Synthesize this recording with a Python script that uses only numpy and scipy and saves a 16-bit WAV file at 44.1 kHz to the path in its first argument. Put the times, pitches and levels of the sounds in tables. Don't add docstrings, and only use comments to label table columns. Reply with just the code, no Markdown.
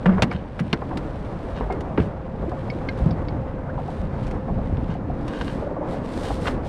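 import sys
import numpy as np
from scipy import signal
from scipy.fft import rfft, irfft, next_fast_len
from scipy.io import wavfile
from scipy.ndimage import uniform_filter1d

SR = 44100
rng = np.random.default_rng(int(sys.argv[2]) if len(sys.argv) > 2 else 0)


def pcm_store(signal):
    levels = np.round(np.clip(np.atleast_2d(signal), -1, 1) * 32767)
    wavfile.write(sys.argv[1], SR, levels.astype(np.int16).T)


N = 294795
TIME = np.arange(N) / SR
RING = np.arange(SR // 3) / SR

# time in seconds, base level of the rumble and of the water in dB.
SWELL = [(0.0, -34, -33), (0.2, -30.5, -27.5), (0.37, -39, -35.5), (0.7, -36, -36.5), (0.95, -31.5, -30.5),
         (1.49, -33, -32.5), (1.88, -33.5, -29.5), (2.08, -27.5, -33), (2.34, -36, -34), (2.49, -30, -31),
         (3.18, -30, -29), (3.48, -32, -32.5), (4.35, -28.5, -30.5), (4.68, -23.5, -32.5), (4.85, -28, -32),
         (5.7, -34, -30.5), (6.08, -33.5, -29.5), (6.44, -31, -29), (6.68, -32, -30)]


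def clacks(rattle_t60=0.21, reference_hz=1430):
    # start in seconds, peak in dB, treble cutoff in Hz, factor on the rattle time.
    contacts = [(0.0580, -12.5, 1520, 0.37), (0.0635, -22, 2660, 0.68), (0.0925, -15.5, 1400, 0.75),
                (0.124, -25.5, 1690, 1), (0.182, -16.5, 1120, 0.96), (0.194, -22, 800, 0.46),
                (0.2217, -9.5, 5600, 0.45), (0.2248, -9.5, 1160, 0.33), (0.2302, -19.5, 4440, .6),
                (0.2331, -17.5, 3200, 0.63), (0.316, -22.5, 1780, 1), (0.5926, -22, 2250, 0.69),
                (0.7295, -13, 5370, 0.62), (0.7322, -15.5, 1720, 0.46), (0.9718, -32, 3700, 0.88),
                (1.609, -15.5, 1020, 1), (1.701, -16.5, 1140, 1), (1.976, -19, 1750, 0.84),
                (2.001, -28, 2960, 0.9), (4.7705, -37, 3680, 0.39), (4.8435, -43, 3380, .4),
                (5.414, -38, 2286, 0.64), (6.457, -21, 1660, 0.5), (6.4685, -24, 3000, .5),
                (6.473, -22, 4000, .7), (6.4795, -18, 1620, 0.82)]
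    # frequency in Hz, gain in dB.
    crack_eq = [(150, 6), (400, 7.5), (1000, 3.5), (2000, 7.5), (3000, 0.5), (4200, -1.5), (5300, 0),
                (7000, -12), (11000, -1.5), (15000, -16)]
    out = np.zeros(N)
    for s, db, cutoff_hz, hold in contacts:
        t60 = hold * rattle_t60 * (reference_hz / cutoff_hz)
        crack = colour(burst(t60) + amp(-33) * burst(t60=0.12), crack_eq)
        panels = deck(tilt_db=3 * np.log2(cutoff_hz / reference_hz))
        body = soften(strike(crack, 0) + strike(panels, 2), cutoff_hz, order=3)
        edge = soften(ring(0.54 * cutoff_hz, t60=0.0017), cutoff_hz, order=4)
        contact = (body + strike(edge, -1)) * attack(rise_s=0.000085)
        add(out, s, strike(contact, db))
    return out


def deck(tilt_db, hold=1.2):
    # frequency in Hz, nominal width in Hz (narrow rings longer), weight in dB.
    panel_modes = [(380, 45, 3.5), (462, 65, 7), (700, 31, 1), (934, 51, 5.5), (1200, 150, 5.5),
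                   (1518, 150, 4), (2000, 110, -18), (2474, 200, 1), (2796, 98, 5.5), (3220, 230, 5),
                   (3640, 150, 3), (4120, 90, -5), (4480, 80, -5)]
    out = np.zeros(len(RING))
    for hz, width_hz, db in panel_modes:
        share = rng.choice([-1, 1]) * amp(db + tilt_db * np.log2(hz)) * np.sqrt(width_hz)
        out += share * ring(hz, t60=hold * np.log(1000) / np.pi / width_hz)
    return out


def thumps(load_s=0.0057, hard_db=-9.5, focus_db=12, settle_t60=0.2):
    # start in seconds, peak in dB, most excited frequency in Hz, factor on the ring time.
    blows = [(0.2235, -4.5, 191, 1.85), (0.347, -17, 128, 0.73), (0.604, -13, 180, 1.9), (0.73, -9, 257, 1),
             (1.614, -18.5, 69.6, 9.2), (1.705, -21.5, 336, 5.4), (1.98, -9, 342, 0.96),
             (2, -8.5, 125, 1.3), (2.042, -22, 330, 0.34), (2.695, -18, 145, 0.75),
             (3.016, -10.5, 90.5, 4.9), (3.06, -7.5, 174, 2), (3.111, -18.5, 130, 1.3),
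             (4.579, -17.5, 230, 0.61), (4.725, -13, 108, 0.49), (4.779, -14, 190, 0.76),
             (4.889, -16, 205, 1.4), (5.519, -22, 193, 3.9), (6.304, -17.5, 78.4, 4.2)]
    # frequency in Hz, weight in dB, base ring time (t60) in seconds.
    hull_modes = [(50.3, 8.5, 0.048), (84.1, -31.5, 0.43), (122.6, -3.5, 0.034), (173, 0.5, 0.035),
                  (195, -17, 0.057), (214, -16, 0.079), (302, -16, 0.032), (383, -1, 0.021),
                  (437, -16, 0.13)]
    out = np.zeros(N)
    for s, db, blow_hz, hold in blows:
        rise_s = load_s / (1 + amp(db - hard_db) ** 4)
        boom = np.zeros(len(RING))
        for hz, mode_db, t60 in hull_modes:
            share = rng.choice([-1, 1]) * amp(mode_db - focus_db * np.log2(hz / blow_hz) ** 2)
            add(boom, rise_s * rng.random() / 2, share * ring(hz, t60 * hold))
        settle_eq = [(blow_hz / 4, -20), (blow_hz, 0), (blow_hz * 2, -16), (blow_hz * 16, -90)]
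        settle = colour(burst(settle_t60 * hold), settle_eq)
        thump = (strike(boom, 0) + strike(settle, -10)) * attack(rise_s)
        add(out, s, strike(thump, db))
    return out


def judder(start_s=0.059, length_s=0.132, grab_s=0.008, hold_s=0.042, ease_s=0.02):
    t = TIME - start_s
    grip = np.clip(np.minimum(t, length_s - t) / grab_s, 0, 1)
    eased = 1 - np.exp(-np.maximum(t - hold_s, 0) / ease_s)
    slip_hz = 178 + 87 * np.clip(t, 0, length_s)
    slips = np.cumsum(slip_hz * (1 + 0.035 * drift(70))) / SR
    overtones = np.sin(4 * np.pi * slips) + np.sin(6 * np.pi * slips)
    groan = np.sin(2 * np.pi * slips) + amp(-22) * overtones
    puffs = rng.standard_normal(N) * np.exp(-2 * (slips % 1))
    grit = soften(puffs, 1000, order=3)
    level_db = -12.5 - 9 * eased + 1.5 * drift(92.4)
    return grip * amp(level_db) * (unit(groan) + amp(-17) * unit(grit))


def clinks(main_hz=2225, main_t60=0.042):
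    # start in seconds, level in dB before the low-pass, tilt in dB per octave,
    # factor on the pitch, factor on the ring time, lesser modes in dB, chatter in dB.
    taps = [(0.313, -27.5, 0, 1.01, 0.82, -11, -14), (1.706, -36, -10, 0.96, 3.2, -14, -15),
            (2.7004, -27, 15, 1, 1.2, -18, -12), (2.8871, -22.5, 0, 0.95, 0.98, -4, -10),
            (3.108, -35.5, 16, 1.03, 1.8, -5, -1), (3.2832, -34, 15, 1, 1.1, -12, -3)]
    # base frequency in Hz, weight in dB, base ring time (t60) in seconds.
    lesser_modes = [(1694, -0.5, 0.058), (2300, -4, .025), (2620, -12.5, 0.064), (3200, -10.5, 0.024),
                    (4240, -16, 0.057), (4560, -10.5, 0.044), (4720, -11.5, 0.019), (5100, -7, 0.025)]
    out = np.zeros(N)
    for s, db, tilt_db, pitch, hold, lesser_db, chatter_db in taps:
        modes = ring(main_hz * pitch, main_t60 * hold)
        for hz, mode_db, t60 in lesser_modes:
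            share = amp(mode_db + lesser_db + tilt_db * np.log2(hz / main_hz) + rng.standard_normal())
            modes += rng.choice([-1, 1]) * share * ring(hz * pitch, t60 * hold)
        chatter = soften(np.diff(burst(t60=0.03), prepend=0), 5300, order=8)
        clink = (strike(modes, 0) + strike(chatter, chatter_db)) * attack(rise_s=0.00072)
        add(out, s, strike(clink, db))
    return soften(out, 4200, order=3)


def ticks():
    # start in seconds, peak in dB.
    hits = [(0.058, -35.5), (0.2213, -17), (0.232, -28), (0.73, -30), (0.596, -32.5), (0.972, -29.5),
            (1.7223, -37), (1.806, -37), (2.493, -44), (2.975, -40), (2.987, -39), (4.236, -43),
            (4.267, -36.5), (4.277, -41), (4.31, -35.5), (4.939, -45), (5.279, -33.5)]
    # frequency in Hz, gain in dB.
    tick_eq = [(1500, 11.5), (4000, 2), (7000, -7.5), (9500, -11), (15000, -32)]
    out = np.zeros(N)
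    for s, db in hits:
        tick = colour(burst(t60=0.045) * attack(rise_s=0.001), tick_eq)
        add(out, s, strike(tick, db))
    return out


def jacket(catches_per_s=420, stir_db=-78, gentle_db=-54, brighten=0.65):
    # fastest moment in seconds, level in dB,
    # seconds to speed up, seconds to slow down.
    moves = [(0.08, -52.5, 0.51, 0.56), (0.325, -42, 0.027, 0.036), (0.595, -36, 0.011, 0.012),
             (.62, -56, 0.18, 0.57), (1.08, -51.5, 1, 1), (1.53, -50, 0.61, 0.36),
             (2.0, -43.5, 0.049, 0.11), (2.72, -50.5, 0.56, 0.95), (3.03, -49.5, 0.12, 0.12),
             (3.95, -45.5, 0.21, 0.19), (4.27, -48.5, 0.2, 0.15), (4.91, -54, 1, 0.096),
             (5.47, -38, 0.3, 0.2), (5.93, -37.5, 0.065, 0.062), (6.27, -29.5, 0.24, 0.18),
             (6.39, -53, 0.07, 0.11), (6.47, -30, 0.095, 0.083), (6.68, -36, 0.054, .04)]
    # frequency in Hz, gain in dB.
    swish_eq = [(300, -14.5), (800, -7), (1500, 3), (2400, -1), (3700, -7), (5000, -14), (6800, -23),
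                (8700, -22), (11000, -32), (13000, -41), (15500, -43)]
    rub_db = 20 * np.log10(np.hypot(strokes(moves), amp(stir_db)))
    catches = (rng.random(N) < catches_per_s / SR) * rng.standard_normal(N)
    hiss = unit(colour(unit(rng.standard_normal(N)) + amp(-3) * unit(catches), swish_eq))
    dull = colour(hiss, [(2750, 0), (5500, -6), (11000, -24)])
    bright = hiss - dull
    swish = bright + dull * amp(brighten * (gentle_db - rub_db))
    return swish * amp(rub_db + 0.8 * drift(45))


def strap(ribs_per_s=400, patchy_db=4, slip_s=0.00038):
    # fastest moment in seconds, level in dB, seconds to speed up, seconds to slow down.
    drags = [(0.33, -39.5, 0.031, 0.067), (1.58, -40.5, 0.055, 0.054), (2.005, -51, .01, 0.096),
             (4.908, -42.5, 0.02, 0.051), (5.285, -36, 0.0056, 0.027), (5.35, -38.5, 0.053, 0.072),
             (5.418, -30, 0.012, 0.02), (5.48, -39.5, 0.022, 0.055), (6.275, -37, 0.065, 0.061),
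             (6.476, -26, 0.022, 0.018)]
    # frequency in Hz, gain in dB.
    webbing_eq = [(400, -5), (750, 2), (1150, -0.5), (1600, 5), (2300, -5.5), (3500, -7), (4600, -15),
                  (6500, -23.5), (10000, -44), (15000, -60)]
    ribs_passed = np.floor(np.cumsum(ribs_per_s * np.exp(0.09 * drift(120))) / SR)
    catches = np.diff(ribs_passed, prepend=0) * amp(patchy_db * rng.standard_normal(N))
    slips = signal.lfilter([1], [1, -np.exp(-1 / (slip_s * SR))], catches)
    scratches = slips * rng.standard_normal(N)
    hiss = amp(-13) * rng.standard_normal(N)
    rasp = colour(unit(scratches) + hiss, webbing_eq)
    ringing = signal.oaconvolve(rasp, deck(tilt_db=1))[:N]
    return strokes(drags) * unit(unit(rasp) + unit(ringing))


def slaps(shed_s=0.018, pitch_spread=0.12, count=6):
    # start in seconds, level in dB before the low-pass, bubble pitch in Hz,
    # lesser bubbles and splash in dB, attack in seconds.
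    waves = [(0.817, -19.5, 930, 10, 0.0026), (0.911, -21, 910, -2, 0.00046), (1.609, -24, 760, -8, .0006),
             (1.702, -18, 724, -11.5, .001), (2.427, -23.5, 520, 3, .0004),
             (2.478, -22.5, 320, -10, 0.0018), (2.517, -20.5, 746, 3.5, 0.0005),
             (3.779, -23, 980, -19, 0.0005), (3.787, -23.5, 730, -7, 0.001), (3.883, -23, 750, -7, 0.00094),
             (4.482, -22.5, 733, -11, 0.014), (4.580, -26.5, 700, -7, 0.013),
             (4.953, -25.5, 710, -24, 0.00074), (5.1, -22, 700, -32, 0.00046),
             (5.624, -21.5, 570, -9, 0.00054), (5.667, -19.5, 558, -20, 0.0017),
             (5.712, -22, 550, -20, 0.0007), (5.764, -20.5, 570, 6, 0.004), (5.786, -24, 280, -24, 0.0023),
             (5.81, -23, 563, -9, .001), (5.815, -24, 870, -10, 0.008), (5.93, -27, 750, -13, 0.0065),
             (5.958, -26.5, 575, -1, 0.0026), (6.242, -27, 710, -10, 0.00043),
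             (6.304, -17.5, 760, -8, 0.0014)]
    out = np.zeros(N)
    for s, db, hz, lesser_db, rise_s in waves:
        cluster = bubble(hz, cycles=22.5, rise=2.2)
        for k in range(count):
            lesser = bubble(hz * np.exp(pitch_spread * rng.standard_normal()))
            delay_s = shed_s * (k + 1 + rng.random()) / count
            add(cluster, delay_s, lesser * amp(lesser_db) * np.exp(-k / count))
        splash = soften(burst(shed_s * 3), hz * 2.3, order=3)
        slap = (strike(cluster, 0) + strike(splash, lesser_db)) * attack(rise_s)
        add(out, s, strike(slap, db))
    return soften(out, 1070, order=3)


def bubble(hz, cycles=18, rise=3.8):
    return ring(hz * (1 + rise * RING), cycles / hz)


def bloop(crest_s=3.701, db=-35, swell_s=0.022, fade_s=0.012, centre_hz=1600, octaves_per_s=24):
    octaves = np.clip(octaves_per_s * (TIME - crest_s), -1, 1)
    hz = centre_hz * 2 ** octaves * (1 + 0.04 * drift(600))
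    return strokes([(crest_s, db, swell_s, fade_s)]) * np.sin(2 * np.pi * np.cumsum(hz) / SR)


def hull_hum():
    # strongest moment in seconds, level in dB, seconds to swell, seconds to fade.
    rocks = [(0.93, -32.5, .12, 0.32), (5.2, -33.5, 0.43, 1), (6.15, -36.5, 0.57, .8)]
    # frequency in Hz, gain in dB.
    cavity_eq = [(120, -29), (225, -20.5), (272, -8), (310, -9), (450, -39), (2000, -86)]
    return strokes(rocks) * unit(colour(rng.standard_normal(N), cavity_eq))


def rumble(gust_db=3.5):
    # frequency in Hz, gain in dB.
    rumble_eq = [(15, -18), (30, 10.5), (48, 8.5), (90, 7), (140, 4.5), (210, 2), (300, -9.5), (450, -21.5),
                 (900, -56)]
    s, swell_db, _ = np.transpose(SWELL)
    noise = unit(colour(rng.standard_normal(N), rumble_eq))
    level_db = np.interp(TIME, s, swell_db) + gust_db * np.tanh(drift(11))
    return soften(noise * amp(level_db), 2000, order=3)


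def water(lap_db=1.07, trim_db=-0.53):
    # frequency in Hz, gain in dB.
    wash_eq = [(150, 6), (280, 1.5), (360, -2), (530, 2.5), (660, -2), (850, -4), (1200, -10),
               (2000, -21.5), (3200, -40), (5000, -44), (9000, -51)]
    s, _, swell_db = np.transpose(SWELL)
    wash = unit(colour(rng.standard_normal(N), wash_eq)) * amp(lap_db * drift(28))
    ripples = (wash + amp(-7) * gurgle()) * amp(np.interp(TIME, s, swell_db) + trim_db)
    return soften(ripples, 9600, order=4)


def gurgle(per_s=130, size_db=3, low_hz=230, high_hz=1100, pitches=20):
    births = (rng.random(N) < per_s / SR) * amp(size_db * np.minimum(rng.exponential(1, N), 3))
    pitch_index = rng.integers(0, pitches, N)
    out = np.zeros(N)
    for k, hz in enumerate(np.geomspace(low_hz, high_hz, pitches)):
        out += signal.oaconvolve(births * (pitch_index == k), bubble(hz))[:N] / np.sqrt(hz)
    return unit(soften(out, 1400, order=3))


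def whine(hz=527, waver_hz=5):
    # time in seconds, level in dB.
    fader = [(0, -71), (2, -46.5), (2.6, -42), (4.3, -42.5), (4.9, -44), (6.68, -41.5)]
    turns = np.cumsum(hz + waver_hz * drift(30)) / SR
    tone = unit(np.sin(2 * np.pi * turns) * amp(1.3 * drift(7.4)))
    return tone * amp(np.interp(TIME, *np.transpose(fader)))


def strokes(rows, drop_db=18.5, roundness=1.56):
    t = TIME[::32]
    power = np.zeros(len(t))
    for s, db, up_s, down_s in rows:
        away = np.maximum((s - t) / up_s, (t - s) / down_s)
        power += amp(db - drop_db * np.minimum(away, 10) ** roundness) ** 2
    return np.interp(TIME, t, np.sqrt(power))


def ring(hz, t60):
    return np.sin(2 * np.pi * hz * RING) * np.exp(-np.log(1000) * RING / t60)


def burst(t60):
    return rng.standard_normal(len(RING)) * np.exp(-np.log(1000) * RING / t60)


def attack(rise_s):
    return (1 - np.exp(-RING / rise_s)) * (1 - (RING / RING[-1]) ** 4)


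def strike(x, db):
    return amp(db) * x / np.sqrt(2 * uniform_filter1d(x ** 2, size=160).max() + 1e-20)


def drift(per_s):
    knots = rng.standard_normal(4096)
    return unit(np.interp(TIME * per_s, np.arange(len(knots)), knots))


def colour(x, points):
    hz, db = np.transpose(points)
    size = next_fast_len(len(x) + SR // 10)
    bins_hz = np.fft.rfftfreq(size, 1 / SR)
    gain = amp(np.interp(np.log(bins_hz + 1), np.log(hz), db))
    return irfft(rfft(x, size) * gain, size)[:len(x)]


def soften(x, hz, order):
    return signal.sosfilt(signal.butter(order, min(hz, SR * 0.45), fs=SR, output="sos"), x)


def add(mix, s, sound):
    part = mix[max(round(s * SR), 0):][:len(sound)]
    part += sound[:len(part)]


def amp(db):
    return 10 ** (np.asarray(db) / 20)


def unit(x):
    return x / np.sqrt(np.mean(x ** 2) + 1e-20)


def scene():
    gear = clacks() + thumps() + judder() + clinks()
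    afloat = slaps() + bloop() + hull_hum()
    handling = jacket() + ticks() + strap()
    bed = rumble() + water() + whine()
    return (gear + afloat + handling + bed)[None]


def record(dry, low_cut_hz=15, ceiling=0.97, top_hz=15600):
    x = signal.sosfilt(signal.butter(1, low_cut_hz, "high", fs=SR, output="sos"), dry)
    rounded = x / (1 + (x / ceiling) ** 6) ** (1 / 6)
    top_cut = signal.firwin(511, top_hz, window=("kaiser", 9), fs=SR)
    return signal.oaconvolve(rounded, top_cut[None], "same")


dry = scene()
out = record(dry)
pcm_store(out)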